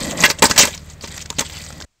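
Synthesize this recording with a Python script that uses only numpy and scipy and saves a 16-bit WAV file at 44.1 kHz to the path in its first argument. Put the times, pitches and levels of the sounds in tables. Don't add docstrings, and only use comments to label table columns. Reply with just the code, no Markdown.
import sys
import numpy as np
from scipy import signal
from scipy.fft import rfft, irfft
from scipy.io import wavfile

SR = 44100
rng = np.random.default_rng(int(sys.argv[2]) if len(sys.argv) > 2 else 0)


def transcribe(signal):
    frames = np.atleast_2d(signal).T
    limited = np.clip(frames, -1, 1)
    pcm = np.round(limited * 32767).astype(np.int16)
    wavfile.write(sys.argv[1], SR, pcm)


N = 88200
TOP_HZ = 15650

# (frequency [Hz], relative level [dB], t60 [s])
DECK_MODES = [(255, -1, 0.039), (333.2, -5, .04), (428, 1.5, 0.06), (566.6, 3, 0.052), (660, -5.5, 0.025),
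              (840, -6, 0.08), (924, 1.5, 0.077), (968, -1, 0.041), (1067, -1, 0.055), (1173, -5.5, 0.08),
              (1290, -9, .06)]
# (frequency [Hz], relative level [dB], t60 [s])
CLACK_MODES = [(1560, -5.5, 0.066), (1680, -6, 0.099), (1884.5, -4, 0.098), (1966, -0.5, 0.048),
               (2099, 1.5, 0.023), (2140, -3, 0.033), (2430, -1.5, 0.021), (2820, -22, .05),
               (2705, -5.5, 0.03), (2930, -9.5, .05), (3312, -7, .06), (3410, -12.5, .04),
               (4660, -15.5, .04)]
# (frequency [Hz], relative level [dB], t60 [s])
THUD_MODES = [(137, -3.5, 0.042), (165, -2, .07), (231.6, 10, 0.023)]
# (frequency [Hz], relative level [dB])
SKID_COLOUR = [(60, -20), (150, -6), (350, -14.5), (560, -3.5), (750, -8), (1300, -6.5), (2000, -1),
               (3300, 1), (5000, 2.5), (8000, 0), (10000, -6), (15000, -4)]


def knocks():
    # (time [s], crack [dB], deck ring [dB], clack [dB], thud [dB], rattle decay [s])
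    blows = [(.203, -33, -33, -37, -39, 0.0052), (0.2119, -27, -48, -44, -21, 0.0046),
             (.223, -16, -17.5, -23, -38, 0.036), (.237, -6, -17, -2.5, -14, 0.0053),
             (0.25, -8.5, -17.5, -6.5, -30, 0.005), (.257, -7.5, -30, -15, -34.5, 0.0035),
             (0.28, -30.5, -22.5, -47.5, -45.5, 0.0034), (0.2999, -4, -19, -23, -29.5, 0.005),
             (0.4221, 0.5, -2, -9.5, -31, 0.015), (.4385, -4.5, -11, -15, -10.5, 0.0051),
             (0.4544, -5, -40, -39.5, -14.5, .007), (.497, -16, -20.5, -30, -34, 0.016),
             (0.511, -5, -27.5, -13, -17.5, 0.0017), (0.561, -19, -39.5, -20.5, -53, 0.015),
             (.632, -10.5, -18.5, -20.5, -16.5, 0.013), (0.652, -9.5, -22.5, -32, -30, 0.0028),
             (0.672, -15.5, -27, -28, -34, 0.0071), (1.0369, -33.5, -26, -36, -36.5, .005),
             (1.074, -28, -44.5, -37.5, -44, .008), (1.302, -15.5, -26, -38, -35, 0.0025),
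             (1.385, -14.5, -28.5, -44, -19, 0.0089), (1.392, -17.5, -52, -28, -18.5, 0.0096),
             (1.406, -14.5, -22, -42, -24, 0.0065), (1.419, -31, -30, -31, -32, 0.0034)]
    # (frequency [Hz], relative level [dB])
    crack_colour = [(100, -25.5), (400, -3.5), (1000, 1.5), (2000, -2), (3200, -2), (4800, -1), (8000, 2),
                    (10000, -4.5), (12000, -1), (15000, -2.5)]
    contact_s = 0.0026
    rattle = grains(rate=9800, spread_db=0.5)
    forces = np.zeros((4, N))
    for start, *levels_db, decay in blows:
        burst = rattle * envelope(start, attack=.001, hold=.001, release=decay)
        contact = np.zeros(N)
        contact[int(start * SR)] = np.sqrt(contact_s * SR)
        drives = [burst, contact + 0.53 * burst, contact + 0.84 * burst, 0.75 * contact + 0.1 * burst]
        forces += undb(levels_db)[:, None] * np.array(drives)
    crack, deck, clack, thud = forces
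    body = ring(deck, DECK_MODES) + ring(clack, CLACK_MODES) + ring(thud, THUD_MODES)
    return deck_blur(flicker(colour(crack, crack_colour))) + body


def scrapes():
    # (start [s], hold [s], level [dB], release [s])
    skids = [(0.29, .025, -19, .003), (0.386, .011, -31, 0.0022), (0.483, 0.037, -27, 0.04),
             (.577, 0.033, -4, 0.02), (0.745, 0.0063, -24.5, 0.0034), (1.009, 0.049, -35.5, 0.0069),
             (1.213, 0.014, -31.5, 0.0012)]
    pressure = sum(undb(db) * envelope(start, 0.001, hold, release) for start, hold, db, release in skids)
    slips = pressure * grains(rate=11000, spread_db=4.0) * undb(1.3 * wander(300))
    deck = undb(-18.5) * ring(slips, DECK_MODES)
    clack = undb(-17) * ring(slips, CLACK_MODES)
    thud = undb(-27.5) * ring(slips, THUD_MODES)
    return deck_blur(flicker(colour(slips, SKID_COLOUR))) + deck + clack + thud


def rider_thump():
    push = envelope(start=.503, attack=0.0014, hold=0, release=0.00071)
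    return undb(-17.5) * ring(push, [(105, 0, .04)])


def rolling():
    # (time [s], level [dB])
    crunch_levels = [(0, -25), (.06, -28.5), (.12, -22.5), (.15, -36), (.22, -20.5), (.33, -37.5),
                     (.37, -49), (.70, -30), (.83, -53.5), (.91, -39.5), (.97, -61), (1.06, -47.5),
                     (1.16, -31.5), (1.245, -46.5), (1.29, -51), (1.36, -47), (1.45, -36.5), (1.58, -32.5),
                     (1.76, -44), (1.85, -48.5)]
    # (time [s], level [dB])
    rumble_levels = [(0, -28.5), (.13, -31), (.21, -27), (.33, -51), (.38, -38.5), (.6, -36), (.76, -53),
                     (.97, -54.5), (1.16, -49), (1.33, -55.5), (1.5, -49), (1.85, -42)]
    # (frequency [Hz], relative level [dB])
    grit_colour = [(100, -17.5), (700, -1.5), (1400, -5), (2200, 2), (2800, -0.5), (4000, 3.5), (6000, 0.5),
                   (8000, 4), (10000, -5.5), (12000, 2.5), (15000, -4.5)]
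    # (frequency [Hz], relative level [dB], t60 [s])
    roll_modes = [(170, -0.5, 0.23), (218, -2.5, 0.23), (301, -1.5, 0.02), (474.6, -6, 0.05),
                  (588, -0.5, 0.024), (853, -9, 0.038), (1040, -7.5, 0.016), (1930, -5.5, 0.023)]
    crunch = level_curve(crunch_levels) * grains(rate=11000, spread_db=5.5) * undb(1.4 * wander(200))
    bumps = level_curve(rumble_levels) * grains(rate=2500, spread_db=4.5)
    grit = deck_blur(flicker(colour(crunch, grit_colour)))
    return grit + undb(-20.5) * ring(crunch, CLACK_MODES) + ring(bumps, roll_modes)


def stones():
    # (time [s], level [dB], pitch [Hz])
    cracks = [(0.777, -27, 5760), (1.044, -23.5, 4950), (1.06, -35, 6700), (1.094, -51, 5500),
              (1.1137, -36, 4630), (1.178, -22.5, 6500), (1.192, -30, 4600), (1.2557, -31, 2170),
              (1.259, -26.5, 6460), (1.302, -17, 6620), (1.3263, -30, 1250), (1.498, -26.5, 4260),
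              (1.568, -25.5, 4500), (1.639, -28.5, 7000), (1.664, -31, 6040), (1.7038, -28.5, 1440),
              (1.7255, -31.5, 5730), (1.802, -30, 6000), (1.811, -25, 1600), (1.822, -25.5, 5600)]
    ring_cycles = 5.9
    chips = grains(rate=23000, spread_db=-1)
    out = np.zeros(N)
    for start, db, hz in cracks:
        crack = undb(db) * chips * envelope(start, attack=0.00042, hold=0.00089, release=0.0027)
        out += undb(-4) * ring(crack, [(hz, 0, ring_cycles / hz)])
        out += undb(-5) * colour(crack, SKID_COLOUR)
    return out


def wheel_whirrs():
    # (start [s], hold [s], pitch [Hz], level [dB])
    slips = [(0.013, 0.038, 190, -30.5), (.06, 0.029, 290, -31.5), (0.105, 0.044, 603, -31),
             (0.671, .014, 590, -27.5), (0.731, 0.011, 3870, -32), (1.098, 0.053, 2000, -43),
             (1.169, 0.013, 1910, -38), (1.359, .038, 4720, -41.5), (1.444, 0.029, 3320, -38),
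             (1.527, 0.056, 2900, -41.5)]
    ring_cycles = 14
    rub = rng.standard_normal(N)
    return sum(undb(db) * ring(rub * envelope(start, .008, hold, .005), [(hz, 0, ring_cycles / hz)])
               for start, hold, hz, db in slips)


def deck_blur(x):
    # (frequency [Hz], relative level [dB])
    blur_colour = [(600, -13.5), (1800, 0.5), (4000, 0.5), (15000, -2.5)]
    blur_db, t60_s = -10.5, 0.063
    tail = rng.standard_normal(N) * envelope(0, .0005, 0, t60_s / np.log(1000))
    response = colour(tail, blur_colour)
    response *= undb(blur_db) / np.sqrt(np.sum(response ** 2))
    response[0] += 1
    return through(x, response)


def flicker(x, bands=12, depth_db=5.5, rate_hz=169.97):
    band_position = np.sqrt(np.fft.rfftfreq(N, 1 / SR) / TOP_HZ) * (bands - 1)
    spectrum, out = rfft(x), np.zeros(N)
    for k in range(bands):
        band = irfft(spectrum * np.maximum(1 - abs(band_position - k), 0), N)
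        gain = undb(depth_db * wander(rate_hz))
        out += band * gain / np.sqrt(np.mean(gain ** 2))
    return out


def street_echo(x, delay_s=0.017, t60_s=.35):
    tail = rng.standard_normal(N) * envelope(delay_s, 0.0073, 0.0093, t60_s / np.log(1000))
    return undb(-31.5) * through(x, colour(tail, [(100, -3.5), (2000, -3), (10000, -12)]))


def motor_hum(turning_hz=18.85):
    # (multiple of the turning rate, relative level [dB])
    partials = [(2, -6.5), (3, -10.5), (4, 0), (5, -5), (6, -12), (7, -40.5), (8, -5), (9, -11.5),
                (10, -11.5), (12, -20)]
    turns = np.cumsum(turning_hz * (1 + 0.0017 * wander(5.6))) / SR
    hum = sum(undb(db) * np.sqrt(2) * np.sin(2 * np.pi * (k * turns + rng.random())) for k, db in partials)
    return undb(-43) * hum


def street_noise():
    # (frequency [Hz], relative level [dB])
    street_colour = [(20, -11.5), (80, -8.5), (170, -9), (250, -15.5), (700, -26), (2000, -27), (6000, -39),
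                     (15000, -33.5)]
    return undb(-45) * colour(rng.standard_normal(N), street_colour)


def undb(db):
    return 10 ** (np.asarray(db) / 20)


def level_curve(points):
    return undb(np.interp(np.arange(N) / SR, *np.array(points).T))


def envelope(start, attack, hold, release):
    t = np.arange(N) / SR - start
    return np.clip(t / attack, 0, 1) * np.exp(-np.maximum(t - hold, 0) / release)


def wander(rate):
    return np.interp(np.arange(N) / SR * rate, np.arange(N), rng.standard_normal(N))


def grains(rate, spread_db):
    hits = rng.random(N) < rate / SR
    signs = rng.choice([-1, 1], N)
    sizes = undb(spread_db * np.minimum(rng.exponential(size=N), np.log(50)))
    impacts = hits * signs * sizes
    return impacts / np.sqrt(np.mean(impacts ** 2))


def through(x, response):
    return signal.fftconvolve(x, response / np.sqrt(np.sum(response ** 2)))[:N]


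def colour(x, points, size=2048):
    hz, db = np.array(points).T
    f = np.maximum(np.fft.rfftfreq(size, 1 / SR), 1)
    gain = undb(np.interp(np.log(f), np.log(hz), db))
    cepstrum = irfft(np.log(gain))
    cepstrum[1:size // 2] *= 2
    cepstrum[size // 2 + 1:] = 0
    return through(x, irfft(np.exp(rfft(cepstrum))))


def ring(x, modes):
    t = np.arange(SR // 2) / SR
    response = np.zeros(len(t))
    for k, (hz, db, t60) in enumerate(modes):
        amplitude = (-1) ** k * undb(db) / np.sqrt(t60)
        response += amplitude * np.sin(2 * np.pi * hz * t) * np.exp(-np.log(1000) * t / t60)
    return through(x, response)


def scene():
    board = knocks() + rider_thump() + scrapes() + rolling() + stones() + wheel_whirrs()
    return (board + street_echo(board) + motor_hum() + street_noise())[None]


def record(dry):
    treble_step_hz, treble_step_db = 8650, -12.5
    drive_db, low_cut_hz, end_s = 1, 39, 1.849
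    f = np.fft.rfftfreq(N, 1 / SR)
    above_step = np.clip((f - treble_step_hz) / 210 + .5, 0, 1)
    dull = irfft(rfft(dry) * undb(treble_step_db * above_step), N)
    clipped = np.clip(undb(drive_db) * dull, -1, 1)
    gated = clipped * envelope(0, attack=0.0003, hold=end_s, release=0.00164)
    low_cut = signal.butter(2, low_cut_hz, "high", fs=SR, output="sos")
    high_cut = signal.ellip(10, .2, 70, TOP_HZ, fs=SR, output="sos")
    hiss = undb(-68.5) * colour(rng.standard_normal(N), [(50, -1.5), (300, -20), (8000, -22), (10000, -37)])
    return signal.sosfilt(high_cut, signal.sosfilt(low_cut, gated) + hiss)


dry = scene()
out = record(dry)
transcribe(out)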